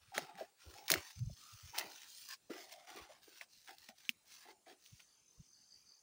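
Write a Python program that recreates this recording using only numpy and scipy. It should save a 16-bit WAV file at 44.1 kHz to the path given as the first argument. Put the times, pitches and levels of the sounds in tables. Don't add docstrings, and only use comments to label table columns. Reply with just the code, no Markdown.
import sys
import numpy as np
from scipy import signal
from scipy.fft import rfft, irfft, next_fast_len
from scipy.io import wavfile
from scipy.ndimage import uniform_filter1d, map_coordinates

SR = 44100
rng = np.random.default_rng(int(sys.argv[2]) if len(sys.argv) > 2 else 0)


def put_to_file(sound):
    columns = np.atleast_2d(sound).T
    safe = np.clip(columns, -1, 1)
    whole_steps = np.round(safe * 32767)
    wavfile.write(sys.argv[1], SR, whole_steps.astype(np.int16))


N = 265875
T = np.arange(N) / SR

# (frequency [Hz], density [dB])
RUSTLE_AT_MIC = [(2300, -9), (4000, -2.5), (4400, 1.5), (6100, 0.5), (8000, -9.5), (9500, -5.5),
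                 (11600, -22), (13700, -17), (15900, -17)]


def foliage():
    # (start [s], length [s], rustle [dB], crunch re rustle [dB])
    swishes = [(0, 0.23, -76, 2.5), (0.214, 0.18, -79, 11), (0.58, 0.29, -66.5, -1.5),
               (0.945, 0.17, -60.5, -3), (1.084, 0.11, -67, -6), (1.21, 0.19, -70.5, -29),
               (1.353, 0.68, -63, -8.5), (1.851, .22, -64.5, -3.5), (2.066, 0.25, -58.5, -16),
               (2.279, 0.06, -52.5, -2.5), (2.519, 0.25, -65, -5.5), (2.711, 0.015, -49.5, -5.5),
               (2.724, 0.13, -73.5, 1.5), (3.212, 0.23, -66, -6), (3.481, 0.27, -68.5, -16),
               (3.761, 0.14, -66.5, -5.5), (3.951, 0.16, -68.5, -6), (4.249, 0.19, -64, -7),
               (4.406, 0.11, -67, 3.5), (4.654, 0.078, -68.5, 4.5), (4.778, .26, -70, -12.5)]
    # (start [s], rustle [dB], length [s])
    presses = [(0.14, -50.5, 0.089), (0.372, -61.5, 0.072), (0.879, -47.5, 0.095), (1.742, -53, 0.11),
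               (2.496, -61, 0.12), (2.863, -64, 0.16), (2.957, -59.5, 0.081), (3.084, -68.5, 0.088),
               (3.409, -56.5, 0.0237), (3.668, -65, 0.057), (3.885, -60, 0.021), (4.992, -67, 0.03)]
    # (frequency [Hz], density [dB])
    crunch_spectrum = [(300, -19.5), (1000, 4.5), (2000, 8), (3800, -3.5), (5500, -22.5)]
    press_crunch_db = 4
    t = T[::SR // 1000]
    moves = [(amp(db) * slide(t - start, length_s), crunch_db)
             for start, length_s, db, crunch_db in swishes]
    moves += [(amp(db) * swell(t - start, length_s, rise=0.073), press_crunch_db)
              for start, db, length_s in presses]
    rustle_env = np.interp(T, t, np.sqrt(sum(env ** 2 for env, _ in moves)))
    crunch_env = np.interp(T, t, np.sqrt(sum((amp(db) * env) ** 2 for env, db in moves)))
    grit = unit(crackle(rate_hz=720, spread_db=7, t60_s=0.012, hiss=0.56))
    ticks = unit(crackle(rate_hz=70, spread_db=4, t60_s=0.0068, hiss=0))
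    friction = grit + amp(-14) * ticks
    rustle = unit(filtered(patchy(friction, depth_db=3.5, bins=3, frames=16), colour(RUSTLE_AT_MIC)))
    crunch = unit(filtered(patchy(friction, depth_db=4.5, bins=2, frames=20), colour(crunch_spectrum)))
    return amp(1.5 * wobble(30)) * (rustle_env * rustle + crunch_env * crunch)


def snaps():
    # (time [s], ring peak [dB], pitch [Hz], splinters re ring [dB])
    breaks = [(0.151, -38, 1800, -16.5), (0.1793, -18.5, 1830, -11.5), (0.354, -46.5, 1940, -13),
              (0.8812, -28, 3830, -10), (0.9018, -15, 1570, -5.5), (0.9171, -18.5, 2360, 0),
              (0.9389, -14.5, 1900, -11.5), (0.958, -28.5, 1360, -21.5), (1.781, -30, 4330, -10),
              (1.785, -22, 2780, -5.5), (1.794, -29, 4500, -6), (2.288, -41.5, 4640, -0.5),
              (2.712, -49.5, 2560, -13.5), (2.7246, -45, 4800, -4.5), (2.872, -49, 2000, -14),
              (2.961, -50, 1930, -3), (3.4118, -33, 2070, -23), (3.692, -40.5, 1560, -13),
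              (3.784, -44.5, 3800, -12), (3.889, -39.5, 2400, -11.5), (3.9843, -52, 4400, -10),
              (4.052, -47.5, 3320, -21.5), (4.0923, -16.5, 2664, -18), (4.8618, -45, 3090, -12),
              (5.0021, -45, 2720, -15)]
    body_t60_s, spatter_t60_s = 0.056, 0.011
    out, t = np.zeros(N + SR), T[:SR // 8]
    for start, db, hz, splinter_db in breaks:
        body_noise, splinter_noise = rng.standard_normal((2, len(t)))
        rise_cycles = np.clip(0.4 - splinter_db / 18, 0.4, 2)
        age = t * hz / rise_cycles
        phase = 2 * np.pi * hz * t
        ring = (np.sin(phase) + 0.15 * np.sin(2 * phase)) * age * np.exp((1 - age ** 2) / 2)
        decay = amp(-60 * t / body_t60_s)
        body = 0.035 * unit(filtered(body_noise, modes([(hz, 0.5 * hz, 0)]))) * decay
        spatter = unit(filtered(splinter_noise,
                                lambda f: amp(splinter_db - 14.5) + colour(RUSTLE_AT_MIC)(f)))
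        spatter_env = amp(-60 * t / spatter_t60_s) * (1 - np.exp(-t * hz)) + 0.22 * decay
        splinters = amp(splinter_db) * spatter * spatter_env
        out[round(start * SR):][:len(t)] += amp(db) * (ring + body + splinters)
    return filtered(out[:N], low_cut(1200))


def knocks():
    # (time [s], level [dB], pitch [Hz])
    hits = [(2.501, -34, 278), (3.89, -48.5, 228), (4.091, -40.5, 234)]
    t60_s = 0.05
    out, t = np.zeros(N), T[:SR // 8]
    for start, db, hz in hits:
        env = amp(db - 60 * t / t60_s) * (1 - np.exp(-t * hz))
        out[round(start * SR):][:len(t)] += env * np.sin(2 * np.pi * hz * t)
    return out


def grip_rubs():
    # (start [s], scrape [dB], pitch [Hz], low mode re scrape [dB], length [s])
    strokes = [(0.12, -52.5, 802, -31, 0.092), (0.154, -50.5, 775, -1, 0.082),
               (0.18, -34, 694, -10, 0.0054), (0.266, -59, 802, -13, 0.15), (0.386, -46.5, 712, -19, 0.046),
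               (0.41, -40.5, 643.6, -9, 0.022), (0.635, -71.5, 482, 2, 0.23),
               (0.742, -61.5, 776, -36, 0.24), (0.907, -44.5, 664, -1.5, 0.065),
               (1.294, -60, 624, -8, 0.012), (1.443, -68, 1276, -30, 0.18), (1.726, -56, 879, -7, 0.16),
               (1.772, -57, 681, -1.5, 0.11), (2.494, -56.5, 587, 8, 0.068),
               (2.556, -61.5, 692, -6.5, 0.14), (2.704, -62.5, 693, -39, 0.17),
               (2.867, -61.5, 777, -10.5, 0.22), (2.954, -63.5, 742, 7, 0.058),
               (3.092, -60.5, 610, -43, 0.043), (3.268, -79, 682, 12, 0.067),
               (3.411, -57.5, 671, -37, 0.015), (3.688, -57.5, 779, -8.5, 0.047),
               (3.891, -57, 721, -22.5, 0.033), (4.45, -64.5, 791, 0, 0.091), (4.485, -57, 816, -1, 0.023),
               (4.666, -63, 730, 5.5, 0.066)]
    mode_hz, mode_width_hz = 360, 170
    out = np.zeros(N)
    slips = crackle(rate_hz=90, spread_db=5, t60_s=0.03, hiss=0.45)
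    body = unit(filtered(slips, lambda f: modes([(mode_hz, mode_width_hz, 0)])(f) ** 2))
    rasp = 0.25 + wobble(230) + 1j * wobble(230)
    for start, db, hz, mode_db, length_s in strokes:
        at = slice(round(start * SR), round((start + 3 * length_s) * SR))
        scrape = np.real(rasp[at] * np.exp(2j * np.pi * hz * T[at]))
        env = amp(db) * swell(T[at] - start, length_s, rise=0.03)
        out[at] += env * (scrape + amp(mode_db) * body[at])
    return filtered(out, low_cut(150))


def puffs_and_thuds():
    # (start [s], peak [dB], pitch [Hz])
    bumps = [(0.002, -68, 70), (0.068, -64, 65.4), (0.16, -53, 222.4), (0.205, -58, 178), (0.335, -62, 164),
             (0.718, -64.5, 93), (0.956, -47, 91.7), (0.657, -48, 63), (0.907, -47, 153), (1.156, -46, 101),
             (1.198, -32.5, 124), (1.244, -34, 83.5), (1.293, -44, 88), (1.52, -53, 83.5),
             (1.624, -49.5, 66.5), (1.667, -59.5, 70), (1.83, -62, 166), (2.997, -58, 48.7),
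             (4.911, -53.5, 73), (5.374, -50.5, 76.5)]
    length_s = 0.057
    out = np.zeros(N)
    jitter_rad = 1.5 * wobble(70)
    flutter = 0.14 * unit(wobble(420))
    for start, db, hz in bumps:
        progress = (T - start) / length_s
        at = (progress > 0) & (progress < 1)
        cycles = np.sin(2 * np.pi * hz * (T[at] - start) + jitter_rad[at])
        env = amp(db) * np.sin(np.pi * progress[at] ** 0.8) ** 2
        out[at] += env * (cycles + flutter[at])
    return out


def wing_song(hz, half_width_hz, stroke_hz, depth, jitter_rad):
    band = noise_band(hz, half_width_hz)
    strokes = 1 + depth * np.cos(2 * np.pi * stroke_hz * T + jitter_rad * wobble(25))
    return unit(band * strokes)


def insects():
    # (start [s], level [dB], pitch [Hz], length [s])
    bouts = [(5.056, -73, 4680, 0.12), (5.509, -65.5, 4650, 0.089), (5.606, -67, 4650, 0.059),
             (5.694, -61, 4750, 0.089), (5.383, -72, 4870, 0.6), (5.855, -61.5, 4700, 0.095)]
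    # (time [s], level [dB])
    chorus_levels = [(.6, -100), (.9, -77), (1.1, -68.5), (2.3, -88.5), (4.6, -94.5), (4.9, -75.5),
                     (6, -72.5)]
    trill = np.zeros(N)
    for start, db, hz, length_s in bouts:
        song = wing_song(hz, half_width_hz=330, stroke_hz=62, depth=0.45, jitter_rad=1.5)
        trill += amp(db) * swell(T - start, length_s, rise=0.3) * song
    chirp = wing_song(hz=6220, half_width_hz=170, stroke_hz=39, depth=0.65, jitter_rad=0.7)
    chirp *= amp(2.5 * wobble(18))
    crowd = unit(patchy(noise_band(hz=5900, half_width_hz=1500), depth_db=4, bins=3, frames=30))
    chorus_db = np.interp(T, *np.transpose(chorus_levels))
    return trill + amp(chorus_db) * (chirp + amp(-4) * crowd)


def air():
    # (frequency [Hz], density [dB])
    spectrum = [(20, -4), (60, -6), (150, -8), (1000, -16), (3300, -15), (7000, -15), (9400, -14.5),
                (12000, -26.5), (16000, -33)]
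    level_db = -76 + 0.6 * wobble(15)
    hiss = patchy(rng.standard_normal(N), depth_db=3.5, bins=4, frames=14)
    return amp(level_db) * unit(filtered(hiss, colour(spectrum)))


def amp(db):
    return 10 ** (np.asarray(db) / 20)


def unit(x):
    return x / np.sqrt(np.mean(x ** 2) + 1e-20)


def wobble(rate_hz):
    return map_coordinates(rng.standard_normal(int(N * rate_hz / SR) + 4), [T * rate_hz])


def filtered(x, response):
    size = next_fast_len(len(x) + SR // 4)
    return irfft(rfft(x, size) * response(np.fft.rfftfreq(size, 1 / SR)), size)[:len(x)]


def colour(points):
    hz, db = np.transpose(points)
    return lambda f: amp(np.interp(np.log(f + 1), np.log(hz + 1), db, left=-120, right=-120))


def modes(table):
    return lambda f: sum((-1) ** k * amp(db) * 1j * f * width / (hz * hz - f * f + 1j * f * width)
                         for k, (hz, width, db) in enumerate(table))


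def low_cut(hz):
    return lambda f: (1j * f / (hz + 1j * f)) ** 2


def noise_band(hz, half_width_hz):
    return filtered(rng.standard_normal(N), lambda f: np.exp(-((f - hz) / half_width_hz) ** 4))


def crackle(rate_hz, spread_db, t60_s, hiss):
    onsets = rng.random(N) < rate_hz / SR
    sizes = amp(spread_db * np.minimum(rng.exponential(size=N), 3))
    bursts = signal.lfilter([1], [1, -amp(-60 / (t60_s * SR))], onsets * sizes)
    return rng.standard_normal(N) * (hiss + (1 - hiss) * unit(bursts))


def patchy(x, depth_db, bins, frames):
    spectra = signal.stft(x, nperseg=512)[2]
    field = uniform_filter1d(rng.standard_normal(spectra.shape), bins, 0)
    field = uniform_filter1d(field, frames, 1)
    return signal.istft(spectra * amp(depth_db * unit(field)), nperseg=512)[1][:N]


def swell(t, length_s, rise):
    age = np.maximum(t / length_s, 0)
    return (1 - np.exp(-age / rise)) * np.exp(-age ** 2)


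def slide(t, length_s, rise_s=0.019, stop_s=0.01):
    return (1 - np.exp(-np.maximum(t, 0) / rise_s)) * np.exp(-np.maximum(t - length_s, 0) / stop_s)


def scene():
    return (foliage() + snaps() + knocks() + grip_rubs() + puffs_and_thuds() + insects() + air())[None]


def record(dry):
    port_hz, port_width_hz, port_db = 15100, 800, 13
    bass_hz, top_hz = 50, 15750
    port = modes([(port_hz, port_width_hz, port_db)])
    return filtered(dry[0], lambda f: (1 + port(f)) * low_cut(bass_hz)(f) * (f < top_hz))[None]


dry = scene()
out = record(dry)
put_to_file(out)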